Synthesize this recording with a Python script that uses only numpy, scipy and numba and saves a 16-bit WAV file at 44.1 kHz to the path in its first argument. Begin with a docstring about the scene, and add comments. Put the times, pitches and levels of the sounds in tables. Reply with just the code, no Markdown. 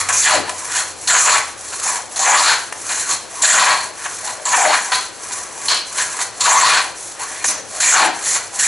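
"""A long thin strip of wood catches on the blade of a hand plane, then is pushed over it again and again. In
each push the edge bites with a spit of fibres; the iron rasps and the strip rings at a gliding pitch. Clean
cutting whistles; then the wood swells as the blade digs in, and the cut turns rough. Between pushes the strip
slides to and fro by friction, with short catches and taps; dull bumps come now and then. A faint hum sinks over
the first four seconds, above the steady rumble of a small reverberant workshop."""
import sys
import numpy as np
from scipy import signal
from scipy.fft import rfft, irfft, next_fast_len
from scipy.io import wavfile
from scipy.ndimage import uniform_filter1d, minimum_filter1d
from numba import njit

SR = 44100
rng = np.random.default_rng(int(sys.argv[2]) if len(sys.argv) > 2 else 0)


def transcribe(u):
    """Save the signal u as a 16-bit wav file named by the first command-line argument.

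    u: samples, shape (n,) or (channels, n), limited to [-1, 1]; the rate is SR.
    q: integer samples, one column per channel.
    """
    v = np.clip(np.atleast_2d(u).T, -1, 1)
    q = np.round(v * 32767).astype(np.int16)
    wavfile.write(sys.argv[1], SR, q)


N = 382728
TIME = np.arange(N) / SR
SIZE = next_fast_len(N + SR)   # room for a one-second tail
FREQS = np.maximum(np.fft.rfftfreq(SIZE, 1 / SR), 1)

# All source levels below are relative: each source adds its own mixing levels.
# Cutting pushes. Each row: start in seconds, length in seconds, delay of digging in in seconds, delay of
# roughening in seconds, light wood in dB, dug-in wood in dB, bite rasp in dB, rough rasp in dB,
# clean hiss in dB, rough hiss in dB, bite pitch in Hz, deep pitch in Hz, exit pitch in Hz.
CUTTING_PUSHES = [ (0.123, 0.23, 0.12, 0.094, -27.5, -12.5, -27, -14.5, -17, -16, 2490, 1550, 650),
                  (1.073, 0.3, 0.084, 0.17, -13.5, -15, -13, -15, -11.5, -16, 1650, 894, 1830),
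                  (2.19, 0.33, 0.061, 0.16, -21, -13.5, -22, -14.5, -19, -18, 927, 1036, 1600),
                  (3.418, 0.31, 0.021, 0.15, -27, -12.5, -12.5, -15, -11.5, -19, 1540, 1080, 1070),
                  (4.452, 0.32, 0.079, 0.21, -23.5, -15.5, -28, -25, -22, -30.5, 976, 620, 1740),
                  (6.404, .38, 0.052, 0.22, -23.5, -13.5, -12, -14, -19, -21.5, 1070, 1090, 1600),
                  (7.8, 0.25, .15, .14, -13.5, -11.5, -13.5, -15, -9, -19, 2070, 1150, 800),
                  (8.588, 0.27, .15, .2, -14.5, 0, -11.5, -15, -11.5, -17, 1770, 1000, 1000), ]
# The strip slides to and fro, nearly at rest at each turn. Each row: turn in seconds, wood in dB,
# fibre hiss in dB, pitch at full speed in Hz.
SLIDING_STROKES = [(-0.1, -29.5, -27, 1370), (0.45, -30, -25, 1180), (0.949, -32.5, -23.5, 1180),
                   (1.554, -33, -25, 1200), (2.09, -29.5, -23.5, 1140), (2.705, -33.5, -26.5, 1200),
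                   (3.29, -23.5, -23, 1300), (3.92, -35.5, -28, 1390), (4.4, -34, -23, 1170),
                   (5.11, -37.5, -31, 1110), (5.5, -32, -26.5, 1106), (5.839, -30, -23.5, 1440),
                   (6.319, -26.5, -23.5, 1110), (6.94, -42, -27.5, 895), (7.172, -37, -31.5, 1700),
                   (7.64, -48, -28.5, 1030), (8.11, -29.5, -25, 1710), (8.5, -24.5, -20.5, 1350)]
# The hand presses harder while sliding. Each row: middle in seconds, half length in seconds, wood in dB,
# fibre hiss in dB, pitch in Hz.
FIRM_RUBS = [(0.486, .022, -23.5, -40, 860), (0.771, 0.037, -18, -17, 1645),
             (1.736, 0.0098, -22, -28, 1130), (1.879, 0.041, -21, -18.5, 1130),
             (1.963, 0.031, -24, -24, 870), (2.51, 0.02, -12, -36, 930), (2.966, 0.069, -25.5, -20, 1700),
             (3.118, 0.029, -21, -17, 1150), (4.03, 0.038, -30.5, -33, 1800),
             (4.285, 0.042, -24.5, -24, 850), (4.416, 0.092, -35, -44, 620),
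             (4.893, 0.036, -28.5, -43, 890), (5.362, 0.087, -30.5, -25.5, 1150),
             (5.657, 0.018, -34, -28.5, 950), (6.006, 0.028, -19.5, -20.5, 1680),
             (6.14, 0.055, -32.5, -42, 1090), (7.37, 0.13, -31.5, -29.5, 2050),
             (7.229, 0.029, -26.5, -27.5, 870), (7.469, 0.016, -23, -26, 1930),
             (7.573, 0.032, -30.5, -50, 470), (7.76, 0.033, -28.5, -26, 660),
             (8.31, 0.048, -26.5, -17.5, 2380), (8.362, 0.01, -19, -20, 1830)]
# The strip catches briefly on the blade. Each row: start in seconds, length in seconds, wood in dB,
# iron rasp in dB, hiss in dB.
BLADE_CATCHES = [(0.0, 0.014, -16, -27, -10.5), (0.086, 0.022, -17.5, -21, -9),
                 (2.158, 0.024, -26.5, -26, -21.5), (2.889, 0.037, -22.5, -27, -27),
                 (3.104, 0.017, -24.5, -24.5, -24), (4.039, 0.025, -26.5, -40, -24.5),
                 (4.918, 0.014, -13.5, -15, -18), (4.94, 0.019, -24, -22, -21),
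                 (5.317, 0.02, -32.5, -33, -25), (5.682, 0.039, -14.5, -11, -17),
                 (5.72, 0.056, -45, -26.5, -30), (5.98, 0.028, -29, -26, -33),
                 (6.188, 0.039, -26.5, -28, -23), (7.441, 0.033, -22, -30, -12.5),
                 (7.496, 0.022, -36, -46, -27.5), (8.237, 0.142, -34, -32.5, -26)]
# The strip taps the sole. Each row: start in seconds, level in dB.
SOLE_TAPS = [(0.493, -7.5), (1.797, -14), (2.724, -16), (6.006, -23), (7.224, -27), (7.773, -17)]
# The strip bumps dully. Each row: start in seconds, length in seconds, level in dB.
STRIP_BUMPS = [(0.357, 0.027, -24), (4.664, 0.035, -35), (8.003, 0.078, -29.5)]
# Narrow modes of the strip. Each row: centre in Hz, width in Hz, height over the broad response in dB.
NARROW_STRIP_MODES = [(632, 17.6, 8), (745, 5.5, 5), (767.5, 8.6, 6), (845, 4.7, 1.5), (935, 5.3, -3.5),
                      (1005, 48, 5), (1112, 18, 5.5), (1278, 24, -5.5), (1670, 20, -1.5), (1676, 60, 2),
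                      (1900, 5.7, 4.5), (2030, 45, 0), (2306, 25, 4.5), (2430, 26, 9), (2856, 27, 5.5)]
# Broad response of the strip. Each row: frequency in Hz, level in dB per Hz.
WOOD_RESPONSE = [(90, -44), (250, -25), (420, -18), (600, -8), (800, -3), (1030, 0), (1300, -2.5),
                 (1700, 1.5), (2300, -5), (3200, -11), (5500, -28)]
# Broad response of the rasping iron. Each row: frequency in Hz, level in dB per Hz.
IRON_RESPONSE = [(1500, -20), (2500, -7), (3200, -4.5), (3900, -1.5), (4150, 4), (4320, 4.5), (4700, -3),
                 (5100, -6.5), (6200, -8), (11000, -15)]
# The iron's own ring. Each row: frequency in Hz, level in dB per Hz.
IRON_RING_RESPONSE = [(3000, -24), (3950, -13), (4240, 0), (4500, -10), (5200, -24)]
# Broad response of the tearing fibres. Each row: frequency in Hz, level in dB per Hz.
FIBRE_RESPONSE = [(2500, -20), (4800, -10), (5450, -6), (5750, -1), (6150, .5), (6900, -1.5), (7600, 0),
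                  (8200, -3.5), (9600, -3.5), (10300, -.5), (11000, -2)]
# Dull body of a bump. Each row: frequency in Hz, level in dB per Hz.
BUMP_RESPONSE = [(70, -34), (140, -9), (240, -0.5), (380, 5), (900, -18)]
# Decay of the workshop. Each row: frequency in Hz, time to fall by 60 dB in seconds.
WORKSHOP_DECAY = [(200, 0.49), (1000, 0.45), (4000, 0.46), (10000, 0.15)]
# Stereo spread of diffuse sound. Each row: frequency in Hz, side against mid in dB.
DIFFUSE_WIDTH = [(30, -13), (150, 1), (350, -1), (700, -11.5), (2000, -14.5), (11000, -6)]
# The sinking hum. Each row: time in seconds, pitch in Hz, mean level in dB.
SINKING_HUM = [(0, 95.7, -41), (0.5, 89.4, -50), (1.1, 85.6, -49), (2.0, 74, -62), (4.0, 55.3, -63)]
# Colour of the room's rumble. Each row: frequency in Hz, relative level in dB.
RUMBLE_COLOUR = [(20, -10), (45, -8), (70, -13), (105, 3.5), (160, -9), (260, -1.5), (500, 6), (1000, 3),
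                 (3000, -4.5), (11000, -8.5)]
# Balance of the microphone pair. Each row: frequency in Hz, left minus right in dB.
MICROPHONE_BALANCE = [(30, 3), (80, 9), (180, 9.5), (330, 20.5), (600, 5), (1300, 2), (2600, 1.2),
                      (11000, -0.9)]

DIG_IN_S, ROUGHEN_S = 0.0088, 0.026   # how gradually the cut changes
BITE_DECAY_S, CLEAN_RASP_DB = 0.078, -31.5   # the first rasp dies down to that of a clean cut
WOOD_SAG_DB_PER_S, HISS_ARCH_DB = 2, 1   # the wood eases after digging in; the hiss arches at mid-push
PITCH_HOLD_SHARE, PITCH_DEEP_SHARE = 0.34, 0.716   # shares of a push: bite pitch ends, deep pitch is reached
BITE_HISS_DB, BITE_HISS_S = 4.5, 0.0097   # a spit of fibres as the edge enters
PUSH_ATTACK_S, PUSH_RELEASE_S = 0.004, 0.018
LAST_STROKE_S, REST_HZ = 0.43, 486   # length of the final stroke; the strip's pitch at rest
WOOD_SPEED_POWER, HISS_SPEED_POWER, PITCH_SPEED_POWER = 0.83, 0.58, 0.54   # growth with sliding speed
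RADIATION_CUT_HZ = 67   # so small a source gives off little bass
CUTOFF_HZ = 11050   # upper limit of the microphone signal


def pushes(whistle, wood_db=-3.5, clean_wood_db=-6.5, bend_db=-3.0, iron_db=-2.0, fibre_db=1.0,
           whistle_db=-4.0, whistle_growth=0.54):
    """Forced excitation by cutting: a clean cut whistles, a dug-in one shakes the strip, a rough one rasps."""
    force = friction(per_s=4500, spread_db=-2.0, grain_db=1.0, grain_rate=240, smooth=1.0)
    wood, iron, fibres = excite(force, flutter_db=3.5)
    (t, length, dig, rough, light_wood, deep_wood, bite_rasp, rough_rasp,
     clean_hiss, rough_hiss, bite_hz, deep_hz, exit_hz) = under_way(CUTTING_PUSHES)
    age = np.maximum(t, 0)
    progress = np.clip(t / length, 0, 1)

    wood_level = ease(light_wood, deep_wood, t - dig, DIG_IN_S)
    wood_level -= WOOD_SAG_DB_PER_S * np.maximum(t - dig, 0)
    first_rasp = from_db(bite_rasp) * np.exp(-age / BITE_DECAY_S)
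    later_rasp = from_db(ease(CLEAN_RASP_DB, rough_rasp, t - rough, ROUGHEN_S))
    iron_level = 20 * np.log10(np.hypot(first_rasp, later_rasp))
    hiss_level = ease(clean_hiss, rough_hiss, t - rough, ROUGHEN_S)
    hiss_level += HISS_ARCH_DB * (np.sin(np.pi * progress) - 0.5)
    hiss_level += BITE_HISS_DB * np.exp(-age / BITE_HISS_S)

    to_deep = np.interp(progress, [PITCH_HOLD_SHARE, PITCH_DEEP_SHARE], [0, 1])
    to_exit = np.interp(progress, [PITCH_DEEP_SHARE, 1], [0, 1])
    pitch = bite_hz * (deep_hz / bite_hz) ** to_deep * (exit_hz / deep_hz) ** to_exit
    slips = friction(per_s=1500, spread_db=2.0, grain_db=0.7, grain_rate=120, smooth=0.29)
    broad_db = ease(clean_wood_db, wood_db, t - dig, DIG_IN_S)   # digging in shakes the whole strip
    strip = from_db(broad_db) * wood + from_db(bend_db) * bending(slips, pitch)

    torn_fibre_level = hiss_level + 0.19 * (iron_level - hiss_level)   # a rough cut tears more fibres
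    cleanness_db = np.minimum(hiss_level - 20 * np.log10(later_rasp) + 0.5, 6)
    sound = from_db(wood_level) * strip
    sound += from_db(iron_level + iron_db) * iron
    sound += from_db(torn_fibre_level + fibre_db) * fibres
    sound += from_db(hiss_level + whistle_growth * cleanness_db + whistle_db) * whistle
    release = np.exp(-np.clip((t - length) / PUSH_RELEASE_S, 0, 20))
    return sound * np.minimum(age / PUSH_ATTACK_S, 1) * release


def shaving(centre_hz=6950, edge_db=-8.5):
    """Noise-driven resonance: the thin shaving whistles unsteadily over a steadier ring of the edge."""
    whistle_hz = centre_hz * np.exp(0.045 * drift(70))
    whistle = sing(rng.standard_normal(N), whistle_hz, relative_width=0.15)
    edge = sing(rng.standard_normal(N), np.full(N, 7560.0), relative_width=0.045)
    return (whistle + from_db(edge_db) * edge) * from_db(1.4 * drift(70))


def slides(whistle, wood_level, hiss_level, pitch, wood_db=-6.0, bend_db=-6.5, iron_db=-14.5,
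           iron_waver_db=3.5, rasp_db=-7.5, rasp_growth=0.94, fibre_db=1.0, whistle_db=-6.5,
           whistle_growth=1.0):
    """Sliding friction on the sole: the iron rings faintly; rasp and whistle fade fastest in light rubs."""
    force = friction(per_s=2500, spread_db=1.5, grain_db=1.5, grain_rate=170, smooth=0.84)
    wood, iron, fibres = excite(force, flutter_db=1.5)
    ring = rms_one(colour(scatter(force), at_hz(IRON_RING_RESPONSE)))
    ring_level = (wood_level + hiss_level) / 2 + iron_db + iron_waver_db * drift(8.2)
    rasp_level = wood_level + rasp_growth * np.minimum(wood_level + 18.5, 0) + rasp_db
    whistle_level = hiss_level + whistle_growth * np.minimum(hiss_level + 18.5, 3) + whistle_db
    strip = from_db(wood_db) * wood + from_db(bend_db) * bending(rng.standard_normal(N), pitch)
    sound = from_db(wood_level) * strip
    sound += from_db(ring_level) * ring
    sound += from_db(rasp_level) * iron
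    sound += from_db(hiss_level + fibre_db) * fibres
    return sound + from_db(whistle_level) * whistle


def sliding_motion():
    """Speed and pressure govern friction: wood dB, hiss dB and pitch in Hz from the strokes and firm rubs."""
    _, wood_db, hiss_db, top_hz = under_way(SLIDING_STROKES)
    turns = [row[0] for row in SLIDING_STROKES]
    turns.append(turns[-1] + LAST_STROKE_S)
    stroke_count = np.interp(TIME, turns, np.arange(len(turns)))
    speed = np.maximum(np.abs(np.sin(np.pi * stroke_count)), 0.01)   # 1 at full speed
    wood_power = (from_db(wood_db) * speed ** WOOD_SPEED_POWER) ** 2
    hiss_power = (from_db(hiss_db) * speed ** HISS_SPEED_POWER) ** 2
    stroke_hz = REST_HZ * (top_hz / REST_HZ) ** (speed ** PITCH_SPEED_POWER)
    weighted_pitch = wood_power * np.log(stroke_hz)   # the stronger contact sets the pitch
    for middle, half_length, rub_wood_db, rub_hiss_db, rub_hz in FIRM_RUBS:
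        press = np.exp(-np.minimum(((TIME - middle) / half_length) ** 2, 20))
        rub_power = from_db(rub_wood_db) ** 2 * press
        wood_power = wood_power + rub_power
        hiss_power = hiss_power + from_db(rub_hiss_db) ** 2 * press
        weighted_pitch = weighted_pitch + rub_power * np.log(rub_hz)
    return 10 * np.log10(wood_power), 10 * np.log10(hiss_power), np.exp(weighted_pitch / wood_power)


def catches(bite, whistle, pitch, wood_db=-2.5, bend_db=-6.0, fibre_db=-1.0, whistle_db=-7.5):
    """Brief forced excitation: short rough bites of the blade sound strip, iron and fibres together."""
    wood, iron, fibres = bite
    strip = from_db(wood_db) * wood + from_db(bend_db) * bending(rng.standard_normal(N), pitch)
    hiss = from_db(fibre_db) * fibres + from_db(whistle_db) * whistle
    parts = np.array([strip, iron, hiss])
    sound = np.zeros(N)
    for start, length, *levels in BLADE_CATCHES:
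        touch = contact(start, start + length, attack=0.0028, release=0.004)
        sound += touch * (from_db(levels) @ parts)
    return sound


def taps(bite, level_db=-11.0, iron_db=-1.0, fibre_db=0.0):
    """Impulsive excitation: light knocks that die within milliseconds."""
    wood, iron, fibres = bite
    knocks = np.zeros(N)
    for start, db in SOLE_TAPS:
        knocks += from_db(db + level_db) * contact(start, start + 0.002, attack=0.001, release=0.004)
    return knocks * (wood + from_db(iron_db) * iron + from_db(fibre_db) * fibres)


def bumps():
    """Structure-borne sound: dull thuds of the strip, carried by plane and bench."""
    body = rms_one(colour(rng.standard_normal(N), at_hz(BUMP_RESPONSE)))
    thuds = np.zeros(N)
    for start, length, db in STRIP_BUMPS:
        thuds += from_db(db) * contact(start, start + length, attack=0.0041, release=0.036)
    return body * thuds


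def friction(per_s, spread_db, grain_db, grain_rate, smooth):
    """Random impulses over noise: fibres snap over a smooth rub, and the wood's grain bunches them."""
    sizes = from_db(spread_db * np.minimum(rng.exponential(1, N), 4)) * rng.choice([-1, 1], N)
    snaps = rms_one(sizes * (rng.random(N) < per_s / SR))
    rub = smooth * rng.standard_normal(N)
    return rms_one((snaps + rub) * from_db(grain_db * drift(grain_rate)))


def scatter(force):
    """Incoherence: the same force with a random sign at every sample."""
    return force * rng.choice([-1, 1], N)


def excite(force, flutter_db):
    """Common excitation: one force sounds the strip, iron and fibres, each with its own flutter."""
    responses = at_hz(WOOD_RESPONSE) + narrow_modes(), at_hz(IRON_RESPONSE), at_hz(FIBRE_RESPONSE)
    sounds = []
    for response in responses:
        sound = rms_one(colour(scatter(force), response))
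        sounds.append(sound * from_db(flutter_db * drift(55)))
    return sounds


def narrow_modes():
    """Modal resonance: the strip's narrow modes, in dB over its broad response."""
    return sum(db / (1 + (2 * (FREQS - hz) / width) ** 2) for hz, width, db in NARROW_STRIP_MODES)


def bending(force, hz, relative_width=0.29, wobble=0.091, upper_ratio=1.713, upper_db=-9.0):
    """Bending resonance gliding with the free length between fingers and blade, and a weaker one above."""
    bend_hz = hz * np.exp(wobble * drift(60))
    drive = colour(force, narrow_modes())
    lower = sing(drive, bend_hz, relative_width)
    upper = sing(drive, upper_ratio * bend_hz, relative_width)
    return lower + from_db(upper_db) * upper


def sing(force, hz, relative_width):
    """Cascaded resonance: the same moving pole pair applied twice, for steep skirts and an even level."""
    width = np.abs(relative_width) * hz
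    once = moving_resonance(force, hz, width, SR) * np.sqrt(hz)
    return rms_one(moving_resonance(once, hz, width, SR))


@njit
def moving_resonance(x, hz, width_hz, sr):
    """Damped oscillation: a two-pole resonance whose centre moves."""
    out, state = np.zeros(len(x)), 0j
    for i in range(len(x)):
        r = np.exp(-np.pi * width_hz[i] / sr)
        state = state * r * np.exp(2j * np.pi * hz[i] / sr) + x[i] * np.sqrt(1 - r * r)
        out[i] = state.real
    return out


def contact(start, end, attack, release):
    """Contact envelope: a linear rise at the first touch, an exponential decay after the last."""
    rise = np.clip((TIME - start) / attack, 0, 1)
    return rise * np.exp(-np.clip((TIME - end) / release, 0, 20))


def under_way(events):
    """Succession: time since the latest event began, and its other columns, at every moment."""
    rows = np.array(events)
    latest = np.maximum(np.searchsorted(rows[:, 0], TIME, "right") - 1, 0)
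    start, *columns = rows[latest].T
    return [TIME - start, *columns]


def ease(before, after, since, duration):
    """Smooth transition from one value to another, half done when `since` is zero."""
    return before + (after - before) * (1 + np.tanh(since / duration)) / 2


def drift(rate):
    """Random modulation of rms 1, with about `rate` new values a second joined by straight lines."""
    knots = rng.standard_normal(N // 8)
    return rms_one(np.interp(TIME * rate, np.arange(len(knots)), knots))


def from_db(db):
    """Logarithmic level: decibels to amplitude gain."""
    return 10 ** (np.asarray(db) / 20)


def rms_one(x):
    """Normalization: scale to rms 1."""
    return x / np.sqrt(np.mean(x ** 2) + 1e-20)


def at_hz(points, hz=FREQS):
    """Spectral interpolation: read a table on a log-frequency axis."""
    known_hz, values = np.transpose(points)
    return np.interp(np.log(hz), np.log(known_hz), values)


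def colour(x, gain_db):
    """Linear filtering: a gain in dB for each frequency."""
    return irfft(rfft(x, SIZE) * from_db(gain_db), SIZE)[..., :N]


def workshop(x, wet_db=-8.0, first_echo=0.0036):
    """Reverberation: bench and cluttered walls scatter sound into a dense tail; the treble dies first."""
    noise, tail = rfft(diffuse()[:, :SR]), 0
    hz, t = np.maximum(np.arange(noise.shape[1]), 1), TIME[:SR]
    centres, t60s = np.transpose(WORKSHOP_DECAY)
    for weights, t60 in zip(np.eye(len(centres)), t60s):
        band = irfft(noise * np.interp(np.log(hz), np.log(centres), weights), SR)
        tail = tail + band * np.exp(-np.log(1000) * t / t60) * (t > first_echo)
    tail = tail / np.sqrt(np.sum(tail ** 2) / 2)
    return from_db(wet_db) * irfft(rfft(x, SIZE) * rfft(tail, SIZE), SIZE)[:, :N]


def diffuse():
    """Diffuse field: stereo noise as two close microphones hear it from all around."""
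    mid, side = rng.standard_normal((2, N))
    return mid + colour(side, at_hz(DIFFUSE_WIDTH)) * [[1], [-1]]


def background(rumble_db=-36.0):
    """Tone over ambient noise: a wavering hum sinks like a machine running down, over diffuse rumble."""
    s, hz, db = np.transpose(SINKING_HUM)
    level = np.interp(TIME, s, db) + 2.6 * drift(10.3)
    phase = 2 * np.pi * np.cumsum(np.interp(TIME, s, hz)) / SR
    hum = from_db(level) * np.sin(phase)
    rumble = rms_one(colour(diffuse(), at_hz(RUMBLE_COLOUR)))
    return hum + from_db(rumble_db) * rumble


def scene():
    """Superposition: the work at the bench, its reverberation and the background."""
    whistle = shaving()
    bite_force = friction(per_s=3500, spread_db=-2.0, grain_db=0.0, grain_rate=140, smooth=0.92)
    bite = excite(bite_force, flutter_db=6.0)
    wood_level, hiss_level, pitch = sliding_motion()
    work = pushes(whistle) + slides(whistle, wood_level, hiss_level, pitch)
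    work += catches(bite, whistle, pitch) + taps(bite) + bumps()
    bass_cut = signal.butter(2, RADIATION_CUT_HZ, "high", fs=SR, output="sos")
    work = signal.sosfilt(bass_cut, work)
    return work + workshop(work) + background()


def record(dry, ceiling=1.0):
    """Reception: the right microphone is thin in the bass; a fast limiter holds peaks, then treble is cut."""
    balance = from_db(at_hz(MICROPHONE_BALANCE))
    port_gains = 2 * np.array([balance, np.ones_like(balance)]) / (1 + balance)
    ports = colour(dry, 20 * np.log10(port_gains))
    peaks = np.abs(ports).max(axis=0)
    allowed = 1 / np.maximum(peaks / min(ceiling, 0.88), 1)
    gain = uniform_filter1d(minimum_filter1d(allowed, size=161), size=161)   # windows in samples
    treble_cut = signal.ellip(12, 0.1, 90, CUTOFF_HZ, fs=SR, output="sos")
    return signal.sosfilt(treble_cut, ports * gain)


dry = scene()
out = record(dry)
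transcribe(out)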